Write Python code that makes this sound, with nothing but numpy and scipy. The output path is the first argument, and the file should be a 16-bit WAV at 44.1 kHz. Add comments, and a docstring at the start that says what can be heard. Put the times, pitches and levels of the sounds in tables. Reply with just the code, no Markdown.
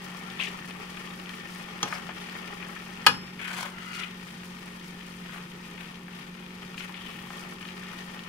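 """Wet crackling and sizzling, with scrapes, taps and two hard knocks: a steel spoon turns spaghetti and
chicken in a simmering pot, close to a phone in a small kitchen. Bursting bubbles and parting films of
sauce send out clicks, coloured by the resonant air in the pot. The spoon rasps and squeaks by
stick-slip friction, and its blows excite the modes of the food-damped wall. A fan hums behind it all."""
import sys
import numpy as np
from scipy import signal
from scipy.fft import rfft, irfft
from scipy.io import wavfile
from scipy.ndimage import uniform_filter1d

SR = 44100
rng = np.random.default_rng(int(sys.argv[2]) if len(sys.argv) > 2 else 0)


def transcribe(signal):
    """Save signal, clipped to [-1, 1], as a 16-bit WAV file at the path in sys.argv[1]."""
    frames = np.atleast_2d(signal).T
    limited = np.clip(frames, -1, 1)
    pcm = np.round(limited * 32767).astype(np.int16)
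    wavfile.write(sys.argv[1], SR, pcm)


N = 365148
T = np.arange(N) / SR
RING_T = T[:SR // 2]
FREQS = np.maximum(np.arange(2049) * SR / 4096, 1)
STROKE_ATTACK_S, STROKE_RELEASE_S = 0.015, 0.056

# spectrum of fine spatter and grit: frequency_hz, level_db
FINE_SPRAY = [(2500, -30), (4200, 9.5), (5300, 6.5), (6500, 5), (8000, 2), (10300, -0.5), (13000, -8),
              (15500, -5)]
# treble absorbed by the food: frequency_hz, gain_db
FOOD_MUFFLING = [(3200, -3.5), (3900, -7), (5500, -12), (12000, -11)]


def amp(db):
    """Decibels to amplitude ratio."""
    return 10 ** (np.asarray(db) / 20)


def unit(x):
    """Scale so that the mean of the channels has rms 1."""
    return x / np.std(np.atleast_2d(x).mean(axis=0))


def unit_onset(x):
    """Scale a transient to rms 1 over its first 14 ms."""
    return x / np.std(x.mean(axis=0)[:SR // 70])


def spectrum(points):
    """Join (frequency_hz, level_db) points on a log-frequency axis."""
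    hz, db = np.transpose(points)
    return np.interp(np.log(FREQS), np.log(hz), db)


def band_db(hz, focus_db, floor_db):
    """A passband round hz, focus_db down an octave away, levelling out at floor_db."""
    return np.maximum(-focus_db * np.log2(FREQS / hz) ** 2, floor_db)


def colour(x, db):
    """Minimum-phase filter with the given gain in dB, built from its cepstrum."""
    cepstrum = irfft(np.log(amp(db)))
    half = len(cepstrum) // 2
    fold = np.r_[1, np.full(half - 1, 2), 1, np.zeros(half - 1)]
    response = irfft(np.exp(rfft(cepstrum * fold)))
    return signal.oaconvolve(np.atleast_2d(x), response[None], axes=1)[:, :x.shape[-1]]


def fade(t60):
    """Exponential decay that loses 60 dB in t60 seconds."""
    return amp(-60 * RING_T / t60)


def swell(start, length, attack, release):
    """Linear attack, hold until start + length, exponential release."""
    return np.clip((T - start) / attack, 0, 1) * np.exp(-np.maximum(T - start - length, 0) / release)


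def burst(t60):
    """Decaying noise of unit energy, uncorrelated left and right."""
    x = rng.standard_normal((2, len(RING_T))) * fade(t60)
    return x / np.sqrt(np.sum(x ** 2, axis=1, keepdims=True))


def walk(rate):
    """Random drift with a spread near 1, through rate points a second."""
    return 1.2 * np.interp(T * rate, np.arange(4096), rng.standard_normal(4096))


def pops(rate, spread_db):
    """A Poisson train of impulses; most are small, a few stand out."""
    chance, size, sign = rng.random(N), rng.exponential(size=N), rng.choice([-1, 1], N)
    return (chance < rate / SR) * sign * amp(spread_db * np.minimum(size, 4.5))


def add(out, s, sound):
    """Mix a stereo sound in at time s."""
    start = int(s * SR)
    out[:, start:start + sound.shape[1]] += sound[:, :N - start]


def shade(x):
    """Acoustic shadow: the right microphone faces away from the pot and hears less treble."""
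    # level difference between the sides: frequency_hz, left_minus_right_db
    shadow = [(200, -10.5), (700, 8.5), (1300, 3), (1900, 4), (2400, 11), (3100, 10.5), (4200, 1.5),
              (5500, 5), (7500, 3), (10000, 12), (15000, 13.5)]
    db = spectrum(shadow)
    return np.vstack([colour(x[0], db / 2), colour(x[1], -db / 2)])


def in_pot(clicks, db, cavity_share=1, echo_db=2, focus_db=4, places=9):
    """Reflection and cavity resonance: each click takes the pitch and echoes of one place in the pot."""
    # peaks and hollows of the air above the food: centre_hz, width_hz, gain_db
    air_resonances = [(815, 60, 5), (1225, 110, 7.2), (1400, 110, 2.5), (1640, 130, -5.5), (1855, 160, 8.2),
                      (2040, 110, -4), (2600, 1400, 2.5)]
    place = rng.integers(0, places, N)
    bands = np.array([band_db(hz, focus_db, -12) for hz in np.geomspace(700, 11000, places)])
    bands -= 10 * np.log10(np.mean(amp(bands) ** 2, axis=0))  # flat in mean power
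    out = 0
    for k in range(places):
        paths = amp(echo_db) * burst(t60=0.051)[:, :SR // 16]
        paths[0, 0] += 1  # direct sound, up to 8 samples later on the right
        paths[1, 4 * (k % 3)] += 1
        local_clicks = clicks * (place == k)
        out = out + signal.oaconvolve(local_clicks[None], colour(paths, bands[k]), axes=1)[:, :N]
    cavity_db = sum(gain / (1 + (2 * (FREQS - hz) / width) ** 2) for hz, width, gain in air_resonances)
    return unit(shade(colour(out, db + cavity_share * cavity_db)))


def ringing(modes, damping=1, right_lag_s=.0001):
    """Free vibration: damped modes start together, each radiating with its own left-right balance."""
    t = np.maximum(RING_T - np.array([[0], [right_lag_s]]), 0)
    sides = np.array([[.5], [-.5]])
    ring = sum((-1) ** k * amp(db + sides * pan_db) * fade(t60 / damping) * np.sin(2 * np.pi * hz * t)
               for k, (hz, db, t60, pan_db) in enumerate(modes))
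    return ring / np.sqrt(np.mean(np.sum(ring ** 2, axis=1)))


def pot_ring(damping):
    """Modal damping: food lying against the pot's wall shortens its ring."""
    # wall modes at damping 1: frequency_hz, level_db, t60_s, left_minus_right_db
    wall_modes = [(484, -20, .2, -8), (545, -15, .08, -2), (861, -3, .1, 1), (960, -7, .07, -4),
                  (1090, -6, .06, -1), (1228, 0, .1, 0), (1292, -1, .09, 2), (1440, -10, .09, 4),
                  (1620, -8, .07, 12), (1693, -1, .11, 6), (1800, -10, .06, 10), (2040, -12, .1, 13),
                  (2490, -6.5, .11, 17), (2611, -13, .09, 8), (2895, -.5, .1, 6), (2950, -1.5, .08, 7),
                  (3307, -10, .1, 11), (3395, -12, .08, 2), (3555, -6, .09, 4), (3894, -10, .08, -6),
                  (4080, -10, .08, -3), (4258, -4.5, .1, -10), (4480, 0, .06, -2), (4570, -7, .06, 5),
                  (4692, -12, .12, 0), (4980, -5, .04, 2), (5130, -24, .8, 0), (5950, -17, .05, 11),
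                  (6270, -18, .05, 7), (7004, -25, .08, 3), (8247, -25, .08, 3), (10400, -10, .035, 7),
                  (10900, -10, .035, 7)]
    return ringing(wall_modes, damping)


def fan():
    """Rotor noise: wavering tones tied to the shaft speed, over a low broadband rush of air."""
    # shaft speed: time_s, rotation_hz
    shaft_speed = [(0, 45.5), (2, 45), (4, 45.5), (5.5, 44.5), (7, 45.5), (8.3, 45.5)]
    # rotor tones: ratio_to_shaft, level_db
    tones = [(3, -79), (4, -46), (5, -55), (6, -92), (8, -63), (9, -68.5), (11.66, -65)]
    # rush of air: frequency_hz, level_db
    rush = [(20, -3.5), (45, -3), (70, -3), (105, -3.5), (135, 3), (168, 9), (200, 1), (238, 2.5),
            (290, -2), (360, 0), (450, -4), (600, -35.5), (900, -6.5), (2500, -35)]
    turns = np.cumsum(np.interp(T, *np.transpose(shaft_speed))) / SR
    hum = 0
    for ratio, db in tones:
        peak = np.sqrt(2) * amp(db + 0.67 * walk(15))
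        hum = hum + peak * np.sin(2 * np.pi * ratio * turns + 0.14 * walk(13))
    mid = colour(rng.standard_normal(N), spectrum(rush))
    # long waves reach both microphones alike
    side_db = spectrum(rush) + spectrum([(130, -37), (290, -9.5), (600, -1)])
    side = colour(rng.standard_normal(N), side_db)
    return hum + amp(-49.5) * unit(mid + side * np.array([[1], [-1]]))


def simmer():
    """Shot noise: thousands of tiny steam bubbles a second burst and merge into a sizzle."""
    # spectrum of the bursts: frequency_hz, level_db
    sizzle = [(300, -23), (500, -3), (640, -2), (800, -4.5), (1200, -1), (1550, 2), (2300, -1), (3100, -2),
              (3900, -4.5), (5200, -7), (8000, -16), (10300, -18.5), (13000, -23), (15500, -26)]
    clicks = unit(pops(rate=5000, spread_db=4)) * amp(1.4 * walk(12))
    return amp(-50.5) * in_pot(clicks, spectrum(sizzle))


def stirring(attack_s=0.071, settle_s=0.34):
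    """Excitation and relaxation: crackle and spatter gains rise at each turn of the spoon, then settle."""
    # turns of the noodles: start_s, length_s, crackle_db, spatter_db
    turns = [(0, 0.77, -45.5, -58), (0.738, 0.81, -46.5, -57.5), (1.628, 0.75, -45, -58),
             (2.386, 0.29, -44, -57.5), (2.8, 0.25, -47, -59), (4.204, 0.88, -52.5, -59.5),
             (5.298, 0.51, -57, -62), (5.9, 0.35, -55.5, -66), (6.627, 0.6, -50.5, -62),
             (7.315, 0.18, -46.5, -56), (7.712, 0.51, -48.5, -61)]
    crackle, spatter = amp(-54.5), amp(-65.5)  # noodles lying still
    for start, length, crackle_db, spatter_db in turns:
        moving = swell(start - attack_s, length + attack_s, attack_s, settle_s)
        crackle = np.maximum(crackle, amp(crackle_db) * moving)
        spatter = np.maximum(spatter, amp(spatter_db) * moving)
    return crackle, spatter


def noodles():
    """Modulated shot noise: wet strands part in clusters of clicks and throw sauce on the hot wall."""
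    # spectrum of parting strands: frequency_hz, level_db
    strands = [(60, -53), (200, -0.5), (420, 4.5), (640, -1.5), (850, 1), (1600, 3), (2400, 0), (3200, -1),
               (3900, -11), (5200, -8.5), (7000, -19.5), (12000, -33)]
    crackle_gain, spatter_gain = stirring()
    clusters, sprays = amp(1.9 * walk(70)), amp(1.7 * walk(28))
    crackle = in_pot(pops(rate=1400, spread_db=2.5) * clusters, spectrum(strands))
    spatter = in_pot(pops(rate=1100, spread_db=3) * sprays, spectrum(FINE_SPRAY))
    return crackle_gain * crackle + spatter_gain * spatter


def bubbles(per_second=45, low_hz=900, high_hz=3300, decay_cycles=3, glide=0.28, spread_db=3.5):
    """Bubble resonance: air pockets in the moved sauce open with short rising plips."""
    out, stirred, t = np.zeros((2, N)), stirring()[0], RING_T[:900]
    for when, pitch, size, side in rng.random((int(per_second * N / SR), 4)):
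        hz = low_hz * (high_hz / low_hz) ** pitch
        age = t * hz / decay_cycles
        rise = 1 + glide * (1 - np.exp(-age / 2))
        plip = np.exp(-age) * np.sin(2 * np.pi * hz * t * rise)
        gain = stirred[int(when * N)] * amp(4 - spread_db * np.log(max(size, np.exp(-3))))
        add(out, when * N / SR, gain * np.array([plip, np.roll(plip, int(side * 20))]))
    return shade(out)


def sticky_clicks(per_second=60, spread_db=2.6, low_hz=2300, high_hz=7500):
    """Film rupture: sauce snaps between moved strands, each film with its own bright pitch."""
    out, stirred = np.zeros((2, N)), stirring()[1]
    for when, pitch, size in rng.random((int(per_second * N / SR), 3)):
        hz = low_hz * (high_hz / low_hz) ** pitch
        snap = rng.standard_normal((2, 600)) * (fade(.004) + amp(-14) * fade(.03))[:600]
        snap = colour(snap, band_db(hz, 8, -30))
        gain = stirred[int(when * N)] * amp(9 - spread_db * np.log(max(size, np.exp(-4))))
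        add(out, when * N / SR, gain * snap / np.abs(snap).max())
    return shade(out)


def wet_pops(focus_db=7, squelch_db=4):
    """Band-limited transients: a pocket of sauce opens with a tick and closes with a squelch."""
    # larger pockets among the noodles: start_s, level_db, pitch_hz, t60_s
    pockets = [(0.3015, -45, 3220, .03), (0.59, -45, 1880, 0.037), (1.0346, -60, 3300, .02),
               (1.1978, -47, 3200, 0.022), (1.3394, -51, 2800, .03), (2.2873, -45, 1580, .03),
               (2.2967, -48, 3200, .015), (2.4772, -46, 2920, 0.018), (2.9058, -51, 2570, .03),
               (3.7845, -46, 2480, .03), (4.1094, -50, 2860, .03), (4.213, -52, 2200, .03),
               (4.282, -50, 1900, 0.044), (4.434, -47, 2000, .025), (4.588, -49, 2300, 0.032),
               (5.009, -47.5, 2500, .05), (5.261, -48, 2000, .03), (5.36, -47, 1410, 0.035),
               (5.382, -46, 1380, 0.027), (5.808, -45, 2100, .03), (5.843, -52, 2200, .03),
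               (5.872, -55, 2100, .03), (5.956, -51, 3200, .04), (6.0824, -47, 1400, 0.046),
               (6.2101, -52, 2130, 0.046), (6.343, -55, 2900, .03), (6.4636, -51, 2490, .012),
               (6.506, -50, 1850, .03), (6.6292, -47.5, 1780, .06), (6.7434, -48, 2430, .06),
               (6.8941, -44.5, 1000, .04), (7.1407, -52, 1870, .03), (7.1894, -50, 2590, .02),
               (7.4493, -47, 1160, .03), (7.6271, -46, 2810, 0.017), (7.6794, -49, 3220, 0.033),
               (7.7795, -60, 3800, .015), (7.8355, -51, 3900, .015), (7.9332, -45, 1230, 0.037),
               (7.9881, -47, 3400, 0.018), (8.1457, -52, 1220, 0.026), (8.1921, -46, 2770, .03),
               (8.2365, -51.5, 3500, .015)]
    out = np.zeros((2, N))
    for s, db, hz, t60 in pockets:
        pulse = (RING_T == 0) + amp(squelch_db) * burst(t60)
        pop = shade(colour(pulse, band_db(hz, focus_db, -22) + spectrum(FOOD_MUFFLING)))
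        add(out, s, amp(db) * unit_onset(pop))
    return out


def groans():
    """Forced resonance: pressed along the bottom, the spoon's bowl judders and sings in broad peaks."""
    # pressed strokes: start_s, length_s, first_db, last_db, pitch_ratio
    presses = [(3.407, 0.22, -49, -43.5, 1.065), (3.726, 0.29, -52, -40, 0.97)]
    # bowl resonances at pitch ratio 1: centre_hz, width_hz (1.3 half-widths), gain_db
    bowl_peaks = [(1400, 104, 2.5), (2100, 100, -3.5), (2910, 120, -5)]
    judder_db = spectrum([(300, -10), (1000, 0), (4000, 0), (8000, -15)])
    judder = in_pot(pops(rate=900, spread_db=1.5), judder_db, cavity_share=0)
    out = np.zeros((2, N))
    for start, length, first_db, last_db, ratio in presses:
        response = sum(amp(db) / (1 + ((FREQS - ratio * hz) / width * 1.3) ** 2)
                       for hz, width, db in bowl_peaks)
        groan = unit(colour(judder, 20 * np.log10(response)))
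        pressure = amp(np.interp(T, [start, start + length], [first_db, last_db]))
        out += pressure * swell(start, length, STROKE_ATTACK_S, STROKE_RELEASE_S) * groan
    return out


def squeaks():
    """Self-excited oscillation: for a moment the slipping edge locks to one rough, high note."""
    # squeaks of the steel edge: centre_s, level_db, pitch_hz, half_length_s, line_width_hz
    chirps = [(0.403, -24, 2620, 0.0045, 420), (0.413, -35, 2730, 0.005, 600),
              (0.426, -24, 2650, 0.0034, 620), (0.448, -33, 2430, 0.016, 650),
              (1.922, -50, 5340, 0.04, 480), (1.955, -41, 5140, 0.005, 480),
              (3.61, -43.5, 3380, 0.056, 500), (3.943, -55, 4600, 0.057, 420)]
    notes = np.zeros(N)
    for s, db, hz, half_length, width_hz in chirps:
        now = np.abs(T - s) < 3 * half_length
        t = T[now] - s
        # the phase wanders as the edge grips and lets go
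        wander = np.cumsum(rng.standard_normal(len(t))) * np.sqrt(np.pi * width_hz / SR)
        wander = uniform_filter1d(wander, size=SR // 1000)
        notes[now] += amp(db) * np.exp(-(t / half_length) ** 2) * np.sin(2 * np.pi * hz * t + wander)
    return shade([notes, notes])


def scrapes(focus_db=8, ring_db=-17, band_count=5, fastest_at=0.91, slow_hiss_db=-14):
    """Stick-slip friction: the rasp glides with the point of contact, the hiss follows the speed."""
    # drags of the spoon along the pot:
    # start_s, length_s, first_db, last_db, first_hz, last_hz, hiss_db, hiss_tilt_db_per_octave
    strokes = [(0.385, 0.063, -30.5, -40, 2750, 2560, -41.5, -5),
               (1.823, 0.14, -46, -45.5, 1100, 1360, -48, -2.5),
               (3.383, 0.27, -41.5, -41, 2160, 1280, -44.5, 0),
               (3.773, 0.24, -56, -42.5, 1900, 2540, -47.5, -2),
               (5.283, 0.091, -44, -51.5, 2000, 1520, -54.5, 0),
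               (5.773, 0.037, -44, -52.5, 2050, 1950, -61, 5),
               (6.765, 0.038, -70, -41, 2400, 2220, -44.5, 0),
               (6.938, 0.36, -48.5, -55, 2750, 2600, -62.5, 6)]
    slips = pops(rate=1000, spread_db=2) * amp(2.4 * walk(240))
    body_db = spectrum([(60, -62), (250, 5), (700, 4.5), (1300, 3), (1850, 1), (2500, -2),
                        (3400, -1.5), (3800, -3.5), (6000, -18), (9000, -37)])
    body = in_pot(slips, body_db, cavity_share=0.14)
    wall = signal.oaconvolve(slips[None], pot_ring(damping=0.97), axes=1)[:, :N]
    body += amp(ring_db) * unit(shade(wall))
    centres = np.geomspace(1100, 3000, band_count)
    # higher bands are narrower
    bands = [unit(colour(body, band_db(hz, focus_db * (hz / 1700) ** 3, -20))) for hz in centres]
    grit = in_pot(slips, spectrum(FINE_SPRAY))
    out = np.zeros((2, N))
    for start, length, first_db, last_db, first_hz, last_hz, hiss_db, tilt_db in strokes:
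        now = (T > start) & (T < start + length + 8 * STROKE_RELEASE_S)
        progress = np.minimum((T[now] - start) / length, 1)
        hz = first_hz + progress * (last_hz - first_hz)
        # equal-power crossfade between neighbouring bands
        rasp = sum(np.sqrt(np.interp(hz, centres, share)) * band[:, now]
                   for share, band in zip(np.eye(band_count), bands))
        rasp *= amp(first_db + progress * (last_db - first_db))
        speed = np.sin(np.pi / 2 * np.interp(progress, [0, fastest_at, 1], [0, 1, .5]))
        hiss = colour(grit[:, now], tilt_db * np.log2(np.maximum(FREQS / 5000, 1)))
        hiss *= amp(hiss_db + slow_hiss_db * (1 - speed))
        out[:, now] += swell(start, length, STROKE_ATTACK_S, STROKE_RELEASE_S)[now] * (rasp + hiss)
    return out


def taps(ring_db=-7, echo_db=-8):
    """Cushioned impact: noodles muffle a tick and a short drag, heard in a band round their own pitch."""
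    # light touches of the spoon: start_s, level_db, pitch_hz, drag_t60_s, octave_drop_db
    touches = [(0.47, -38, 2700, 0.015, 26), (0.709, -44.5, 2760, .02, 11), (0.971, -42.5, 2100, .02, 14),
               (1.293, -42, 2080, .02, 2.5), (1.8418, -43, 1100, 0.025, 6), (1.926, -31, 1370, 0.006, 16),
               (1.958, -42, 1150, 0.018, 7), (2.091, -37.5, 1000, 0.11, 4.5), (2.626, -39, 2080, .025, 11),
               (2.764, -41.5, 1590, 0.025, 27), (3.394, -44, 2380, .03, 15), (3.451, -40, 2400, 0.044, 10),
               (3.505, -47, 1700, .015, 5), (3.54, -44, 1600, .03, 5), (3.584, -46, 1500, .02, 2),
               (3.646, -45, 1160, 0.047, 18), (4.011, -43, 2100, .03, 25), (4.034, -35.5, 2700, 0.07, 20),
               (6.779, -38.5, 2460, 0.036, 11), (6.806, -42, 2500, .02, 13),
               (6.943, -43.5, 2800, 0.023, 14), (7.305, -41.5, 1160, 0.017, 5.5),
               (7.61, -45.5, 1950, 0.018, 10), (7.652, -44, 1890, 0.008, 6), (7.687, -44, 2960, .04, 8)]
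    out = np.zeros((2, N))
    for s, db, hz, t60, focus_db in touches:
        # both microphones hear the same contact, then different echoes
        contact = (RING_T == 0) + burst(t60)[0]
        touch = contact + amp(echo_db) * burst(0.2) + amp(ring_db) * pot_ring(damping=3.1)
        touch = shade(colour(touch, band_db(hz, focus_db, -37) + spectrum(FOOD_MUFFLING)))
        add(out, s, amp(db) * unit_onset(touch))
    return out


def knocks():
    """Impact excitation: a snap, a clatter, pot and spoon ringing, and a thump through the stove."""
    # hard blows of the spoon on the wall:
    # start_s, level_db, ring_db, thump_db, spoon_db, chatter_s, tilt_db_per_octave, tail_db, snap_db
    blows = [(1.8294, -26, -21, -7, 2.5, 0.002, -1.5, -3, -10),
             (3.0645, -10, -1.5, -19, -20, 0.007, -0.1, -5, -27)]
    # dense clatter between the pot's modes: frequency_hz, level_db
    clatter_shape = [(60, -38), (200, -24), (500, -1.5), (660, -23), (830, 5.5), (1500, 4), (2200, -6),
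                     (2950, 2), (3800, -2), (5000, 0), (5700, -9), (7500, -12), (9300, -17), (10700, -7.5),
                     (12500, -25), (15500, -28)]
    # snap of steel meeting the wall: frequency_hz, level_db
    snap_shape = [(2000, -15), (7000, 21), (10000, -16), (12500, -10), (15500, -10)]
    # modes of the hand-damped spoon: frequency_hz, level_db, t60_s, left_minus_right_db
    spoon_modes = [(345, -9, .15, 0), (440, -9, .12, 1), (831, -3, .11, 0), (1010, -3, .04, -1),
                   (1245, 3, 0.055, 3), (1475, -10, .08, 0), (2210, -5, .04, -1), (2720, -3, .035, 6),
                   (3260, 5, .035, 3), (4110, -5, .06, -1), (5780, 3, .035, 0), (6170, 2, .03, 0),
                   (6870, -2, .025, 2)]
    thump_shape = [(40, -42), (85, -12), (120, -2), (170, -5.5), (240, -1), (340, -18), (480, -17.5),
                   (900, -48), (3000, -60)]
    tail_shape = [(400, -1.5), (1500, -0.5), (5000, -4), (7500, -3), (10500, -12)]
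    out = np.zeros((2, N))
    for s, db, ring_db, thump_db, spoon_db, chatter_s, tilt_db, tail_db, snap_db in blows:
        pressing = np.exp(-(RING_T / chatter_s) ** 2)
        chatter = pressing * rng.standard_normal(len(RING_T))
        chatter /= np.linalg.norm(chatter)
        tilt = tilt_db * np.log2(np.maximum(FREQS, 800) / 800)
        tail = colour(burst(0.21), spectrum(tail_shape))  # late reflections have lost their top
        clatter = chatter + amp(-1.5) * burst(0.07) + amp(tail_db) * tail
        clatter = colour(clatter, spectrum(clatter_shape) + tilt)
        # the ring builds up while the spoon is still in contact
        ring = colour(pot_ring(damping=1.4) * (1 - .55 * pressing), tilt)
        thump = colour(burst(0.55)[0], spectrum(thump_shape))
        snap = colour(burst(0.028), spectrum(snap_shape))
        blow = shade(amp(-3) * unit(clatter) + amp(snap_db) * unit(snap))
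        blow += amp(ring_db) * unit(ring) + amp(spoon_db) * unit(ringing(spoon_modes))
        blow += amp(thump_db) * unit(thump)
        add(out, s, amp(db) * unit_onset(blow))
    return out


def scene():
    """Reverberation: everything in the pot echoes briefly off kitchen walls that absorb the treble."""
    food = simmer() + noodles() + bubbles() + sticky_clicks() + wet_pops()
    spoon = scrapes() + groans() + knocks() + taps() + squeaks()
    cooking = food + spoon
    reflections = burst(t60=0.24) * (RING_T > .008)
    walls = colour(reflections, spectrum([(900, -8), (4000, -15), (11000, -15)]))
    return cooking + signal.oaconvolve(cooking, walls, axes=1)[:, :N] + fan()


def record(dry):
    """Soft saturation and band limiting: the phone rounds the loudest peak and cuts the top."""
    cutoff_hz = 15600
    lowpass = signal.ellip(10, .2, 70, cutoff_hz, fs=SR, output="sos")
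    return signal.sosfilt(lowpass, np.tanh(0.84 * dry) / 0.89)


dry = scene()
out = record(dry)
transcribe(out)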